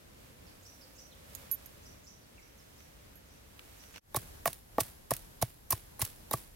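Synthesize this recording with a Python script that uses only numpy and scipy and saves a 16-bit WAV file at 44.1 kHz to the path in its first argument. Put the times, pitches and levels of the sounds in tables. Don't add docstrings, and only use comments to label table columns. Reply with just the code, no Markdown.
import sys
import numpy as np
from scipy import signal
from scipy.fft import rfft, irfft, next_fast_len
from scipy.io import wavfile
from scipy.ndimage import uniform_filter1d

SR = 44100
rng = np.random.default_rng(int(sys.argv[2]) if len(sys.argv) > 2 else 0)


def dump_mix(stems):
    frames = np.atleast_2d(stems).T
    limited = np.clip(frames, -1, 1)
    pcm = np.round(limited * 32767).astype(np.int16)
    wavfile.write(sys.argv[1], SR, pcm)


N = 288855
TIME_S = np.arange(N) / SR
HIT_S = TIME_S[:SR // 3]
TOP_HZ, BURST_PEAK_S = 16000, 0.08

# frequency in Hz, relative level in dB.
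EARLY_AIR_SPECTRUM = [(15, -50), (25, -6), (61, 2), (102, -3.5), (134, -7.5), (223, -9.5), (285, -14),
                      (607, -16.5), (659, -21.5), (2110, -24), (4740, -28), (5880, -28.5), (7310, -30),
                      (12500, -30.5), (16000, -37)]
LATE_AIR_SPECTRUM = [(15, -28), (25, 3.5), (76, -2.5), (285, -15), (545, -19.5), (1070, -23.5),
                     (1290, -26.5), (1700, -25), (2050, -27), (2280, -28), (9570, -30.5), (11600, -26),
                     (16000, -34.5)]
HISS_SPECTRUM = [(100, -32), (200, 0), (600, 5.5), (2000, 4.5), (5000, 0.5), (10000, 0.5), (13000, 3.5),
                 (16000, -1)]
DRONE_SPECTRUM = [(200, -15), (280, 0), (400, -20), (520, -6), (590, -16.5), (680, -11), (1500, -35),
                  (3000, -59)]
TAP_SPECTRUM = [(200, 1), (800, -3.5), (2800, 1.5), (5000, -13), (10000, -19), (16000, -22)]
MASH_SPECTRUM = [(300, -1.5), (1500, -5.5), (3500, -5.5), (7000, -8), (10500, -1.5), (13000, -4),
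                 (16000, -6)]
GRAIN_SPECTRUM = [(200, -2.5), (900, -9.5), (2000, -1.5), (3000, -4), (5500, 0.5), (7500, -1), (10000, 5),
                  (14000, 2.5), (16000, 0)]
WOOD_SPECTRUM = [(100, 1), (220, -18), (420, -1), (750, 0), (1400, -16.5), (2100, -11.5), (3500, -42),
                 (8000, -46)]
# peak time in seconds, level in dB, half length in seconds.
HISS_SWELLS = [(0.257, -64, 0.061), (0.824, -62, 0.26), (1.37, -56.5, 0.074), (1.563, -61, .22),
               (2.76, -65.5, 0.21), (3.814, -59.5, 0.23)]
DRONE_SWELLS = [(.87, -67, 0.39)]
# start in seconds, relative level in dB.
WHISTLES = [(0.648, -52), (.976, -50.5), (1.849, -54.5), (2.061, -52), (2.413, -61), (2.776, -59.5),
            (3.29, -63), (3.789, -55.5), (3.945, -53.5)]
# start in seconds, start pitch in Hz, relative level in dB.
CHIRPS = [(.46, 6100, -58.5), (.805, 6170, -53.5), (1.11, 4490, -57.5), (2.21, 6000, -65),
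          (2.374, 2920, -57.5), (2.458, 2850, -71), (2.578, 7140, -60)]
# peak time in seconds, level in dB, fall in seconds.
TAPS = [(2.805, -54, 0.0048), (3.594, -42, 0.0024), (3.838, -51, .004), (3.941, -50, 0.014),
        (3.961, -40, 0.0026), (3.972, -46, 0.0025), (3.98, -43.5, 0.0031)]
# start in seconds, click and ring peaks in dB, t60 and time until damping in
# seconds, tilt in dB per octave, left minus right in dB.
TICKS = [(1.350, -32.5, -43.5, 0.059, .03, -22, -20), (1.5139, -34.5, -25, 0.22, 0.035, 13.5, -14),
         (1.659, -40, -43, 0.078, 0.01, -1, -9), (3.1555, -55, -52.5, 0.18, 0.067, 1, -14)]
# frequency in Hz, relative level in dB, share of the tick's t60.
TICK_MODES = [(6680, -14.5, 0.86), (11655, 0, 0.9), (13482, -7.5, 1)]
# frequency in Hz, relative level in dB.
WALL_MODES = [(3780, -10), (4440, -7), (5560, -4), (7870, -5), (8520, -5), (9680, 0), (9910, -2),
              (10700, -3), (11300, -3), (11900, -3), (12170, -1), (13130, -3), (14265, 0), (15500, -4)]
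# frequency in Hz, relative level in dB,
# base t60 in seconds.
BOWL_MODES = [(230, -10, 0.032), (324, -11.5, 0.066), (405, -9, 0.053), (556, 1.5, 0.014),
              (669.6, -4.5, 0.058), (850, -7, 0.04), (1095, -2.5, 0.041), (1283, -0.5, 0.0075),
              (1494, -3.5, 0.0053), (1653, -17.5, 0.035), (1835, -10, 0.028)]
# peak time in seconds, gain in dB,
# fall in seconds.
SALT_CRACKS = [(4.5307, -33.5, 0.0019), (4.834, -37.5, .0018), (5.137, -27, 0.002), (5.166, -34, 0.0022),
               (6.0505, -29, 0.0027)]
# start and sink time in seconds, contact hardness in dB per octave,
# landing knock gain in dB and focus in Hz, skin snap gain in dB and fall in seconds, wall pitch in Hz
# (the nearest mode rings on; 0 for none), salt give and crush gains in dB, bottom knock gain in dB
# and focus in Hz, thud gain in dB and pitch in Hz, fizz gain in dB.
STROKES = [(4.1459, .0209, -0.5, -23, 780, -33.5, 0.001, -0.5, -27, -29.5, -24.5, 1140, -29, 120, -51),
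           (4.457, 0.02, 4.5, -15.5, 670, -29, 0.0039, 14265, -34, -26, -23, 686, -38, 126, -49.5),
           (4.783, .0255, -1.7, -15, 810, -43, 0.0041, 14265, -26, -25, -31.5, 1160, -32, 106, -48.5),
           (5.1083, 0.0075, -0.5, -26, 1100, -23.5, 0.0025, 0, -50, -34, -18.5, 596, -29.5, 134, -48),
           (5.4157, 0.01, -3.5, -38, 1010, -35.5, 0.0028, 2, -43, -23.5, -18, 685, -23, 118, -53),
           (5.7062, .0212, 1.5, -32.5, 1040, -22.5, 0.0044, 12170, -26.5, -26, -22.5, 1050, -27, 104, -49.5),
           (5.994, 0.028, 3, -36.5, 870, -41.5, 0.013, 9680, -22.5, -34.5, -28.5, 940, -26.5, 103, -44.5),
           (6.312, 0.025, -1.5, -27.5, 850, -31, 0.0027, -2, -30, -29, -20, 1180, -28.5, 119, -47.5)]


def undb(db):
    return 10 ** (np.asarray(db) / 20)


def unit(x):
    return x / np.sqrt(np.mean(x ** 2))


def pan(pan_db):
    return undb(np.array([[pan_db], [-pan_db]]) / 2)


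def add(out, start_s, x, pan_db=0):
    i = int(start_s * SR)
    x = x * pan(pan_db)
    out[:, i:i + x.shape[1]] += x[:, :N - i]


def spread(pair, width):
    return pair[0] + width * pair[1] * np.array([[1], [-1]])


def colour(x, spectrum, tilt_db_oct=0):
    hz, db = np.transpose(spectrum)
    size = next_fast_len(x.shape[-1])
    octave = np.log2(np.maximum(np.fft.rfftfreq(size, 1 / SR), 1))
    gain = undb(np.interp(octave, np.log2(hz), db) + tilt_db_oct * np.maximum(octave - 10, 0))
    return irfft(rfft(x, size) * gain * (octave < np.log2(TOP_HZ)), size)[..., :x.shape[-1]]


def walk(rate_hz, size=N):
    step = int(SR / rate_hz)
    return 1.17 * uniform_filter1d(np.repeat(rng.standard_normal(size // step + 1), step), step)[:size]


def grains(size, scatter_db):
    strength = np.minimum(rng.exponential(size=size), 6)
    return rng.standard_normal((2, size)) * undb(scatter_db * strength)


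def burst(spectrum, rise_s, fall_s, tilt_db_oct, scatter_db, width):
    envelope = np.exp(np.minimum((HIT_S - BURST_PEAK_S) / rise_s, (BURST_PEAK_S - HIT_S) / fall_s))
    shower = colour(spread(grains(len(HIT_S), scatter_db), width) * envelope, spectrum, tilt_db_oct)
    return unit(shower) * np.sqrt(np.mean(envelope ** 2))


def ring(hz, t60_s, phase_rad=0, size=None):
    t = HIT_S[:size]
    return np.sin(2 * np.pi * hz * t + phase_rad) * np.exp(-np.log(1000) * t / t60_s)


def air(spectrum, db, waver_db=1.5):
    mid, side = colour(rng.standard_normal((2, N)), spectrum)
    side = colour(side, [(100, -11), (500, 4.5), (2000, 2.5), (8000, 0)])
    return undb(db + waver_db * walk(7)) * spread((mid, side), 1) / mid.std()


def swelling_noise(noise, spectrum, swells, rest_db, width):
    swell_power = sum(undb(db) ** 2 * np.exp(-((TIME_S - peak_s) / half_s) ** 2)
                      for peak_s, db, half_s in swells)
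    return unit(colour(spread(noise, width), spectrum)) * np.sqrt(undb(rest_db) ** 2 + swell_power)


def hum(peak_s=1.15, half_s=0.58, peak_hz=545, climb_hz_per_s=85, db=-74, waver_hz=30, flutter_db=3):
    hz = peak_hz + climb_hz_per_s * (TIME_S - peak_s) + waver_hz * walk(40.1)
    envelope = undb(db + flutter_db * walk(12.4)) * np.exp(-0.5 * ((TIME_S - peak_s) / half_s) ** 2)
    return envelope * unit(np.sin(2 * np.pi * np.cumsum(hz) / SR))


def insects(centre_hz=11550, width_hz=450, db=-72.5):
    band = np.exp(-0.5 * ((np.fft.rfftfreq(N, 1 / SR) - centre_hz) / width_hz) ** 2)
    return undb(db) * unit(irfft(rfft(rng.standard_normal((2, N))) * band, N))


def bird_note(length_s, start_hz, goal_hz, glide_s, waver_hz):
    t = TIME_S[:int(length_s * SR)]
    hz = goal_hz + (start_hz - goal_hz) * np.exp(-t / glide_s) + waver_hz * walk(900, size=len(t))
    return unit(np.sin(2 * np.pi * np.cumsum(hz) / SR) * signal.windows.tukey(len(t), 0.4))


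def birds(whistle_s=0.029, low_hz=3713, high_hz=6000, glide_s=0.0052, grace_ratio=1.17, echo_t60_s=0.47):
    whistles, chirps = np.zeros((2, 2, N))
    for start_s, db in WHISTLES:
        grace = bird_note(whistle_s, grace_ratio * low_hz, grace_ratio * high_hz, glide_s, waver_hz=540)
        add(whistles, start_s - 0.03, undb(db - 7.5) * grace)
        add(whistles, start_s, undb(db) * bird_note(whistle_s, low_hz, high_hz, glide_s, waver_hz=55))
    for start_s, hz, db in CHIRPS:
        add(chirps, start_s, undb(db) * bird_note(0.03, hz, 0.55 * hz, glide_s=0.025, waver_hz=120))
    response = rng.standard_normal((2, SR)) * np.exp(-np.log(1000) * TIME_S[:SR] / echo_t60_s)
    response /= np.sqrt(np.sum(response[0] ** 2))
    echo = signal.fftconvolve(undb(-2.5) * whistles + undb(-6.5) * chirps, response, axes=1)[:, :N]
    return undb(-12) * whistles + undb(-9) * chirps + echo


def handling_taps():
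    out = np.zeros((2, N))
    for peak_s, db, fall_s in TAPS:
        tap = burst(TAP_SPECTRUM, rise_s=0.0011, fall_s=fall_s, tilt_db_oct=1.6, scatter_db=2, width=1)
        add(out, peak_s - BURST_PEAK_S, undb(db) * tap, pan_db=-2)
    return out


def ticks(click_s=0.0039, damp_s=0.0066):
    out = np.zeros((2, N))
    for start_s, click_db, ring_db, t60_s, free_s, tilt_db_oct, pan_db in TICKS:
        noise = spread(rng.standard_normal((2, len(HIT_S))), width=0.65)
        click = colour(noise * np.exp(-HIT_S / click_s), GRAIN_SPECTRUM, tilt_db_oct=3)
        tone = sum(undb(db + tilt_db_oct * np.log2(hz / TICK_MODES[1][0])) * ring(hz, t60_s * share)
                   for hz, db, share in TICK_MODES)
        tone *= np.exp(-np.maximum(HIT_S - free_s, 0) / damp_s)
        tick = undb(click_db) * click / np.abs(click).max() + undb(ring_db) * tone / np.abs(tone).max()
        add(out, start_s, tick, pan_db)
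    return out


def mash_fizz():
    return burst(MASH_SPECTRUM, rise_s=0.009, fall_s=0.061, tilt_db_oct=0.5, scatter_db=2.5, width=0.81)


def ground_thud(hz, rise_s=0.0056, t60_s=0.053, gain_db=8):
    return undb(gain_db) * ring(hz, t60_s) * (1 - np.exp(-(HIT_S / rise_s) ** 2))


def crunch(rise_s, fall_s, tilt_db_oct, free_hz=0, free_db=0, free_t60_s=0.032, damped_share=0.22):
    shower = burst(GRAIN_SPECTRUM, rise_s, fall_s, tilt_db_oct, scatter_db=2, width=0.48)
    free_mode = np.argmin([abs(hz - free_hz) for hz, _ in WALL_MODES]) if free_hz else None
    wall = 0
    for k, (hz, mode_db) in enumerate(WALL_MODES):
        phase_rad = spread((rng.uniform(0, 2 * np.pi), rng.standard_normal()), width=0.61)
        drive_db = 3 * rng.standard_normal()
        t60_s = free_t60_s * damped_share
        if k == free_mode:
            drive_db, t60_s = free_db, free_t60_s
        wall += undb(mode_db + drive_db) * ring(hz, t60_s, phase_rad, size=2048)
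    ringing = unit(signal.fftconvolve(shower[:1], wall, axes=1)[:, :len(HIT_S)])
    ring_db = -7 + (free_db / 2 if free_hz else 0)
    return shower + undb(ring_db) * shower.std() * ringing


def knock(focus_hz, t60_scale, hard_db_oct, wood_db, focus_db=8, focus_oct=0.36, width=0.15,
          contact_s=0.000062, wood_s=0.0043):
    bowl = 0
    for k, (hz, mode_db, t60_s) in enumerate(BOWL_MODES):
        strength, detune, lag = rng.standard_normal(3)
        octaves = np.log2(hz / focus_hz)
        drive_db = focus_db * np.exp(-(octaves / focus_oct) ** 2) + hard_db_oct * octaves
        phase_rad = spread((k * np.pi, lag), width)
        mode = ring(hz * (1 + 0.038 * detune), t60_s * t60_scale, phase_rad)
        bowl += undb(mode_db + drive_db + 1.2 * strength) * mode
    bowl *= 1 - np.exp(-HIT_S / contact_s)
    tip_spectrum = [(hz, db + hard_db_oct * np.log2(hz / focus_hz)) for hz, db in WOOD_SPECTRUM]
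    noise = spread(rng.standard_normal((2, len(HIT_S))), width)
    crack = colour(noise, tip_spectrum) * np.exp(-HIT_S / wood_s)
    return bowl / np.abs(bowl).max() + undb(wood_db) * crack / np.abs(crack).max()


def pounding(thin_mash_hz=1100, grind_db=-41, give_lead_s=0.0046, thud_lag_s=0.0024, fizz_lag_s=0.021,
             knock_pan_db=-0.9, salt_pan_db=-3, spurt_db=3):
    bowl, salt, pulp = np.zeros((3, 2, N))
    for (start_s, sink_s, hard_db_oct, land_db, land_hz, snap_db, snap_s, wall_hz,
         give_db, crush_db, bottom_db, bottom_hz, thud_db, thud_hz, fizz_db) in STROKES:
        bottom_s = start_s + sink_s
        pressed_scale = 0.66 * bottom_hz / thin_mash_hz
        landing = knock(land_hz, t60_scale=0.99, hard_db_oct=hard_db_oct, wood_db=-8)
        bottom = knock(bottom_hz, pressed_scale, hard_db_oct, wood_db=-8.5)
        add(bowl, start_s, undb(land_db) * landing, knock_pan_db)
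        add(bowl, bottom_s, undb(bottom_db) * bottom, knock_pan_db)
        add(bowl, bottom_s + thud_lag_s, undb(thud_db) * ground_thud(thud_hz))
        snap = crunch(rise_s=0.00076, fall_s=snap_s, tilt_db_oct=3, free_hz=wall_hz, free_db=17.5)
        grind = crunch(rise_s=0.003, fall_s=0.018, tilt_db_oct=-4)
        give = crunch(rise_s=0.001, fall_s=0.006, tilt_db_oct=0.4)
        crush = crunch(rise_s=0.0021, fall_s=0.0027, tilt_db_oct=-1, free_hz=9680)
        for peak_s, db, shower in [(start_s, snap_db, snap), (start_s + sink_s / 2, grind_db, grind),
                                   (bottom_s - give_lead_s, give_db, give), (bottom_s, crush_db, crush)]:
            add(salt, peak_s - BURST_PEAK_S, undb(db) * shower, salt_pan_db)
        add(pulp, bottom_s + fizz_lag_s - BURST_PEAK_S, undb(fizz_db) * mash_fizz(), pan_db=-2)
    for peak_s, db, fall_s in SALT_CRACKS:
        crack = crunch(rise_s=0.00032, fall_s=fall_s, tilt_db_oct=0.7)
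        add(salt, peak_s - BURST_PEAK_S, undb(db) * crack, salt_pan_db)
    return bowl + salt + pulp * undb(spurt_db * walk(590))


def scene(dip_s=4.0, fade_out_s=0.023, fade_in_s=0.19):
    hiss = swelling_noise(grains(N, scatter_db=3.5), HISS_SPECTRUM, HISS_SWELLS,
                          rest_db=-68.5, width=0.97)
    drone = swelling_noise(rng.standard_normal((2, N)), DRONE_SPECTRUM, DRONE_SWELLS,
                           rest_db=-72.5, width=0.34)
    early = air(EARLY_AIR_SPECTRUM, db=-58.5) + hiss * pan(-3.5) + drone + hum()
    early += birds() * pan(-5) + handling_taps() + ticks()
    late = air(LATE_AIR_SPECTRUM, db=-56) + insects()
    fade_out = np.clip((dip_s - TIME_S) / fade_out_s, 0, 1)
    fade_in = np.clip((TIME_S - dip_s) / fade_in_s, undb(-27), 1) * (TIME_S > dip_s - fade_out_s)
    return early * fade_out + late * fade_in + pounding()


def record(dry, low_hz=30):
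    thinned = signal.sosfilt(signal.butter(2, low_hz, "high", fs=SR, output="sos"), dry)
    return signal.sosfilt(signal.ellip(10, 0.2, 70, TOP_HZ, fs=SR, output="sos"), thinned)


dry = scene()
out = record(dry)
dump_mix(out)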